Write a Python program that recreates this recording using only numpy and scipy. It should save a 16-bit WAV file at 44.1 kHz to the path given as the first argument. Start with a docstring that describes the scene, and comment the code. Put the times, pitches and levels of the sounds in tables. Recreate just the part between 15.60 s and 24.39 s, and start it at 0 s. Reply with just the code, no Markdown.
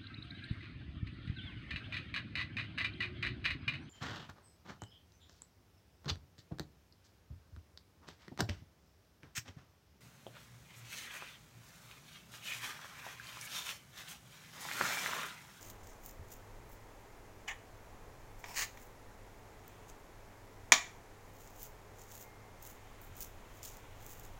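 """A small kitchen, the microphone close to the board, soft room noise and a low hum throughout.
Fingers press a moist filling over a sheet of dough; it crackles stickily as they peel off.
Near 2 s a metal spoon skids on a plastic plate, and near 3 s it scrapes up more filling.
Just after 5 s the spoon is dropped back on the plate with one sharp clack.
Then the fingers press and peel again, more busily, to the end."""
import sys
import numpy as np
from scipy import signal
from scipy.fft import rfft, irfft
from scipy.io import wavfile
from scipy.ndimage import uniform_filter1d

SR = 44100
rng = np.random.default_rng(int(sys.argv[2]) if len(sys.argv) > 2 else 0)


def int16_out(signal):
    """Quantize to a 16-bit WAV file."""
    q = np.round(np.clip(np.atleast_2d(signal).T, -1, 1) * 32767)
    wavfile.write(sys.argv[1], SR, q.astype(np.int16))


N = 387638
TIME = np.arange(N) / SR


def from_db(db):
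    """Decibels to gain."""
    return 10 ** (np.asarray(db) / 20)


def unit_rms(x):
    """Scale to unit rms."""
    return x / np.sqrt(np.mean(x ** 2) + 1e-20)


def at_hz(points, hz):
    """Read a table on a log-frequency axis."""
    table_hz, values = np.transpose(points)
    return np.interp(np.log(hz), np.log(table_hz), values)


def coloured(x, spectrum, size=16384):
    """Pass x through a minimum-phase filter of unit energy with the given spectrum."""
    hz = np.maximum(np.fft.rfftfreq(size, 1 / SR), 1)
    cepstrum = irfft(np.log(from_db(at_hz(spectrum, hz))))
    response = irfft(np.exp(rfft(2 * cepstrum[:size // 2], size)))
    return signal.fftconvolve(x, response / np.linalg.norm(response))[:N]


def drift(per_s):
    """A random wander of unit rms that turns per_s times a second."""
    return unit_rms(np.interp(TIME * per_s, np.arange(N), rng.standard_normal(N)))


def clicks(rows):
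    """One impulse for each (seconds, dB) row."""
    out = np.zeros(N)
    for s, db in rows:
        out[round(s * SR)] += from_db(db)
    return out


def swells(rows, roundness, depth_db=20.5):
    """Gain of gestures that rise and fall by depth_db over swell and fade; roundness 2 is a bell."""
    power = np.zeros(N)
    for peak_s, swell_s, fade_s, db in rows:
        away = np.abs(TIME - peak_s) / np.where(TIME < peak_s, swell_s, fade_s)
        near = away < 3
        power[near] += from_db(db - depth_db * away[near] ** roundness) ** 2
    return np.sqrt(power)


def ring(force, modes):
    """Damped sines set ringing by a force."""
    out = np.zeros(N)
    for hz, db, t60 in modes:
        r, w = from_db(-60 / (t60 * SR)), 2 * np.pi * hz / SR
        out += from_db(db) * signal.lfilter([0, np.sin(w)], [1, -2 * r * np.cos(w), r * r], force + 1e-18)
    return out


def scatter(x, t60):
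    """Spread each impulse into a dense dying burst of the same energy."""
    t = TIME[:SR // 2]
    burst = rng.standard_normal(len(t)) * from_db(-60 * t / t60)
    return signal.fftconvolve(x, burst / np.linalg.norm(burst))[:N]


def grains(per_s, clump_db, spread_db=0):
    """Tiny random ruptures that come in clumps, their power held near 1."""
    sizes = from_db(spread_db * np.minimum(rng.exponential(1, N), 4))
    signs = rng.choice([-1, 1], N)
    train = sizes * signs * (rng.random(N) < per_s / SR)
    local_power = np.abs(uniform_filter1d(train ** 2, size=1200))
    clumps = unit_rms(from_db(clump_db * np.clip(drift(150), -2, 2)))
    return clumps * train / np.sqrt(local_power + 0.00085)


# The kitchen's air and its low rumble. Each row: frequency in Hz, relative level in dB.
AIR_COLOUR = [(80, -31), (140, -3), (270, -2.5), (340, -3), (410, 0.5), (600, -3.5), (850, -2.5),
              (1450, -10.5), (2100, -11), (2900, -19), (4700, -22.5), (5800, -21.5), (6900, -20.5),
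              (8500, -27), (13500, -28), (15500, -27.5)]
RUMBLE_COLOUR = [(12, -6.5), (28, 2), (40, -7.5), (56, -8.5), (75, -14.5), (100, -8.5), (125, -11.5),
                 (155, -33), (250, -49)]
# The rumble grows toward the end. Each row: time in seconds, level in dB.
RUMBLE_LEVEL = [(0.0, -58.5), (0.56, -57), (6.59, -58.5), (8.79, -52.5)]

def room_tone(air_db=-58, hum_hz=101.7, hum_db=-64.5, whine_hz=2120, whine_db=-68):
    """All round the microphone: steady air, rumble, a wavering hum and one brief thin whine."""
    air = from_db(air_db) * coloured(rng.standard_normal(N), AIR_COLOUR)
    rumble_db = np.interp(TIME, *np.transpose(RUMBLE_LEVEL))
    rumble = from_db(rumble_db) * coloured(rng.standard_normal(N), RUMBLE_COLOUR)
    hum = from_db(hum_db) * np.sin(2 * np.pi * hum_hz * TIME + 0.12 * drift(2.7))
    hum *= 1 + 0.12 * drift(3.4)
    whine = np.sin(2 * np.pi * whine_hz * TIME + 0.6 * drift(23))
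    whine *= swells([(6.64, 0.084, 0.95, whine_db)], roundness=0.93)
    return air + rumble + np.sqrt(2) * (hum + whine)


# The small kitchen's reverberation. Each row: frequency in Hz, seconds to fall 60 dB.
KITCHEN_T60 = [(200, 0.24), (800, 0.39), (2300, 0.37), (6500, .34), (9000, 0.29), (15000, 0.36)]

def kitchen_echoes(x, first_echo_s=0.0049):
    """Diffuse echoes off the near walls die at their own pace in each band."""
    t, response = TIME[:SR], np.zeros(SR)
    edges_hz = np.geomspace(100, 18000, 12)
    white = rng.standard_normal((2, SR))
    for k, band in enumerate(zip(edges_hz, edges_hz[1:])):
        echoes = signal.sosfilt(signal.butter(2, band, "band", fs=SR, output="sos"), white[k % 2])
        t60 = at_hz(KITCHEN_T60, np.sqrt(np.prod(band)))
        response += echoes * from_db(-60 * t / t60)
    response *= np.clip(t / first_echo_s - 1, 0, 1)
    return signal.fftconvolve(x, response / np.linalg.norm(response))[:N]


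# Slides over the filling. Each row: firmest moment, swell and fade in seconds, level in dB.
SLIDES = [(.05, .2, 0.32, -65.5), (4.1, 0.29, 0.45, -67.5), (6.1, .9, .9, -81), (7.35, 0.72, 3.2, -66.5),
          (8.45, 1.4, 1.4, -67)]
# Their soft smear. Each row: frequency in Hz, relative level in dB.
SMEAR_COLOUR = [(300, -10.5), (900, 2), (2000, 1.5), (3300, -0.5), (5000, -16), (7000, -7.5), (9000, -20.5),
                (16000, -19)]
# Bumps of the hand. Each row: start in seconds, relative level in dB.
PATS = [(.23, -44.5), (.595, -39), (2.48, -45.5), (4.225, -52), (5.035, -46), (7.497, -45), (7.748, -51),
        (8.7, -51)]
# The board under the microphone. Each row: mode in Hz, gain in dB, seconds to fall 60 dB.
BOARD_MODES = [(84, 0.5, .14), (125, -5.5, 0.063), (208, -10.5, 0.06)]

def hand():
    """The palm rubs softly and bumps the board through the dough."""
    smear = coloured(grains(per_s=5000, clump_db=1.5), SMEAR_COLOUR)
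    bumps = ring(clicks(PATS), BOARD_MODES)
    return swells(SLIDES, roundness=1.4) * smear + from_db(-3) * bumps


# A cut into the heap on the plate. Each row: hardest moment, swell and fade in seconds, level in dB.
SCOOP = [(2.9, 0.077, .11, -51.5)]
# Its rasp. Each row: frequency in Hz, relative level in dB.
SCOOP_COLOUR = [(300, -17), (600, -2), (980, 4.5), (1350, -11), (2300, -0.5), (3700, -15), (4800, -10),
                (5400, -1), (6200, -12), (7000, -8), (9500, -18), (13500, -15), (15200, -12)]

def spoon_scoop():
    """The spoon rasps softly through the crumbly filling."""
    rasp = coloured(grains(per_s=2700, clump_db=1.7), SCOOP_COLOUR)
    return swells(SCOOP, roundness=1.8) * rasp


# The spoon skids to rest. Each row: loudest moment, swell and fade in seconds, level in dB.
SKID = [(1.887, 0.011, 0.054, -42)]

def spoon_skid(fast_hz=3200, slow_hz=1837, brake_s=0.00367, roughness=0.078):
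    """A rough squeak of regular slips whose rate drops as the spoon slows."""
    speed = 0.5 - 0.5 * np.tanh((TIME - SKID[0][0]) / (2 * brake_s))
    slip_hz = (slow_hz + (fast_hz - slow_hz) * speed) * (1 + roughness * drift(900))
    phase = 2 * np.pi * np.cumsum(slip_hz) / SR
    squeak = np.sin(phase) + speed * from_db(-7) * np.sin(2 * phase)
    return swells(SKID, roundness=2.3) * np.sqrt(2) * squeak


# Blows on the plate, the drop last. Each row: start in seconds, relative level in dB, cut-off in Hz.
KNOCKS = [(2.841, -22.5, 1290), (2.982, -32, 15000), (3.02, -22.5, 7000), (3.173, -38.5, 4000),
          (5.1206, 2.5, 14000)]
# Each blow is followed by a quick rebound, then a short echo.
# Each row: delay in seconds, level against the blow in dB.
REBOUND_AND_ECHO = [(.0045, -10.5), (0.0178, -15)]
# Spoon and plate ringing together. Each row: mode in Hz, gain in dB, seconds to fall 60 dB.
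PLATE_MODES = [(265, -18.5, 0.084), (641, -30.5, 0.17), (876, -28, 0.07), (1135, -30, 0.22),
               (1770, -28.5, 0.018), (1875, -34.5, 0.1), (2000, -33.5, 0.17), (2314, -4.5, 0.019),
               (2250, -36, 0.1), (2440, -33, 0.13), (3277, -9.5, 0.021), (3542, -37, .15),
               (4334, -37.5, .14), (6170, -15, .012), (6368, -35, .14), (6910, -5.5, 0.016),
               (6939, -34.5, .2)]
# The plate's dense crack, with the microphone's bright resonance near 15 kHz.
# Each row: frequency in Hz, relative level in dB.
CRACK_AND_MIC_COLOUR = [(50, -31), (150, -18.5), (230, -12), (520, -15.5), (670, -1), (1000, -5),
                        (1400, -5.5), (1900, -4), (2850, -9), (3350, -2.5), (4700, -6.5), (6900, -5),
                        (8100, -19), (10000, -26), (13500, -29), (15200, -18.5)]

def spoon_knocks(radiate_hz=600):
    """Each blow rings the plate's main modes and sets off a short dense crack and a longer rattle."""
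    arrivals = [(0.00034, 0.027)] + REBOUND_AND_ECHO   # the first contact leads
    force = np.zeros(N)
    for s, db, cutoff_hz in KNOCKS:
        blow = clicks([(s + delay, db + arrival_db) for delay, arrival_db in arrivals])
        # a soft contact loses its treble
        force += signal.sosfilt(signal.butter(1, cutoff_hz, fs=SR, output="sos"), blow + 1e-18)
    # a small plate radiates little bass
    bass_cut = signal.butter(2, radiate_hz, "high", fs=SR, output="sos")
    modes = from_db(-6) * signal.sosfilt(bass_cut, ring(force, PLATE_MODES))
    crack = from_db(6) * scatter(force, t60=0.035)
    rattle = from_db(3) * scatter(force, t60=0.12)
    return modes + coloured(crack + rattle, CRACK_AND_MIC_COLOUR)


# Drags over the plate. Each row: hardest moment, swell and fade in seconds, relative level in dB,
# bite of the edge from 0 to 1.
SCRAPES = [(1.883, .008, 0.019, -41.5, 0.13), (1.917, 0.032, 0.022, -44.5, 0.02),
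           (3.003, 0.06, 0.059, -34, 0.99)]
# The spoon's bowl and its edge on plastic. Each row: frequency in Hz, relative level in dB.
BOWL_COLOUR = [(400, -29), (620, -10), (790, 1), (1020, -4), (1150, -2.5), (1500, -15), (1850, 4),
               (2100, 1.5), (2850, -4), (3600, -10), (4800, -43), (6200, -13), (7100, -12), (9000, -35),
               (16000, -40)]
EDGE_COLOUR = [(400, -35), (750, -19), (1140, -3.5), (1400, -13.5), (1800, -0.5), (2400, -4.5), (2900, -6),
               (3550, -17), (4100, -5), (5500, -10), (6900, -3), (9000, -16.5), (13500, -17.5),
               (15300, -11.5)]

def spoon_scrapes():
    """Stick and slip, dull under the spoon's bowl and bright where its edge bites, rings the plate."""
    chatter = grains(per_s=3000, clump_db=1.5)
    under_bowl, under_edge, force = np.zeros((3, N))
    for *push, bite in SCRAPES:
        slips = swells([push], roundness=2.83) * chatter
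        under_bowl += np.sqrt(1 - bite) * slips
        under_edge += np.sqrt(bite) * slips
        force += slips
    rub = coloured(under_bowl, BOWL_COLOUR) + coloured(under_edge, EDGE_COLOUR)
    return from_db(-1) * rub + from_db(-38) * ring(force, PLATE_MODES)


# Fingers or spoon peel off the filling, right under the microphone.
# Each row: moment of strongest pull, swell and fade in seconds, squelch and fizz levels in dB.
PEELS = [(.092, 0.12, 0.044, -56.5, -57.5), (.275, .12, 0.12, -65, -72), (.465, 0.059, 0.066, -59.5, -56),
         (.728, 0.054, 0.054, -60, -60), (1.135, .08, .03, -72, -62.5), (2.795, .015, .04, -68, -66),
         (3.235, .13, 0.07, -68, -65), (4.296, 0.029, .028, -62, -69), (5.83, 0.24, 0.3, -68.5, -67.5),
         (6.034, 0.086, 0.064, -55.5, -53), (6.42, .08, 0.11, -63.5, -66), (6.525, 0.047, 0.14, -57, -58.5),
         (6.615, 0.1, .05, -63, -57), (7.07, .075, 0.089, -57, -54), (7.418, .015, 0.088, -73, -59),
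         (7.622, 0.063, 0.057, -51, -48.5), (7.97, 0.093, .07, -67, -66), (8.04, 0.025, 0.15, -51, -53),
         (8.5, 0.13, 0.19, -60, -57.5), (8.645, .03, 0.057, -61, -62)]
# The loudest wet snaps as it lets go. Each row: start in seconds, squelch and fizz levels in dB.
SNAPS = [(0.0104, -32, -39), (0.0277, -28.5, -35), (0.049, -34, -42), (.2708, -34, -36), (0.4605, -31, -22),
         (0.494, -32, -47), (0.51, -35.5, -34), (.7178, -33, -30), (4.0789, -38, -29), (5.874, -34, -47),
         (6.0057, -35, -32), (6.03, -31, -18.5), (6.394, -35, -44), (6.5145, -38, -44), (6.6252, -31, -31),
         (7.0257, -40, -27), (7.4165, -49, -35), (7.5667, -45, -28), (7.6056, -33, -18),
         (8.0305, -24.5, -27), (8.05, -26, -25), (8.1694, -34, -32), (8.464, -32, -26), (8.5963, -33, -29)]
# Wet pockets parting, thin threads breaking. Each row: frequency in Hz, relative level in dB.
SQUELCH_COLOUR = [(500, -25), (1500, -18), (3000, -8.5), (4400, -11), (5700, -4.5), (6300, 1), (6900, 1),
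                  (7600, -3.5), (8400, -7.5), (10000, -13), (16000, -53)]
FIZZ_COLOUR = [(4000, -43), (7500, -6), (9500, -15), (11700, -5.5), (12500, -5), (13500, -2.5),
               (15400, 1.5), (16500, -8.5)]

def sticky_filling(snaps_per_s=36, snap_over_peel_db=24.5, snap_max_db=-47):
    """Moist threads break by the thousand among a few larger snaps: pockets squelch, threads fizz."""
    ruptures = grains(per_s=2000, clump_db=3, spread_db=3.5)
    out = np.zeros(N)
    for k, colour in enumerate((SQUELCH_COLOUR, FIZZ_COLOUR)):
        peel = swells([(s, swell_s, fade_s, db[k]) for s, swell_s, fade_s, *db in PEELS], roundness=1.6)
        sizes = np.minimum(from_db(snap_over_peel_db) * peel, from_db(snap_max_db))
        small_snaps = sizes * (rng.random(N) < snaps_per_s / SR)
        loud_snaps = clicks([(s, db[k]) for s, *db in SNAPS])
        snaps = scatter(loud_snaps + small_snaps, t60=0.013)
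        out += coloured(peel * ruptures + snaps, colour)
    return out


def scene(echo_db=-14):
    """One microphone close to board and plate, the kitchen faint behind them."""
    plate = spoon_knocks() + spoon_skid() + spoon_scoop() + spoon_scrapes()
    board = sticky_filling() + hand()
    echoes = from_db(echo_db) * kitchen_echoes(plate + board)
    return (plate + board + echoes + room_tone())[None]


def record(dry, ceiling=0.87, cutoff_hz=16000):
    """The loudest peak is rounded off and the highest treble is cut steeply."""
    rounded = ceiling * np.tanh(dry / ceiling)
    return signal.sosfilt(signal.ellip(12, 0.1, 80, cutoff_hz, fs=SR, output="sos"), rounded)


dry = scene()
out = record(dry)
int16_out(out)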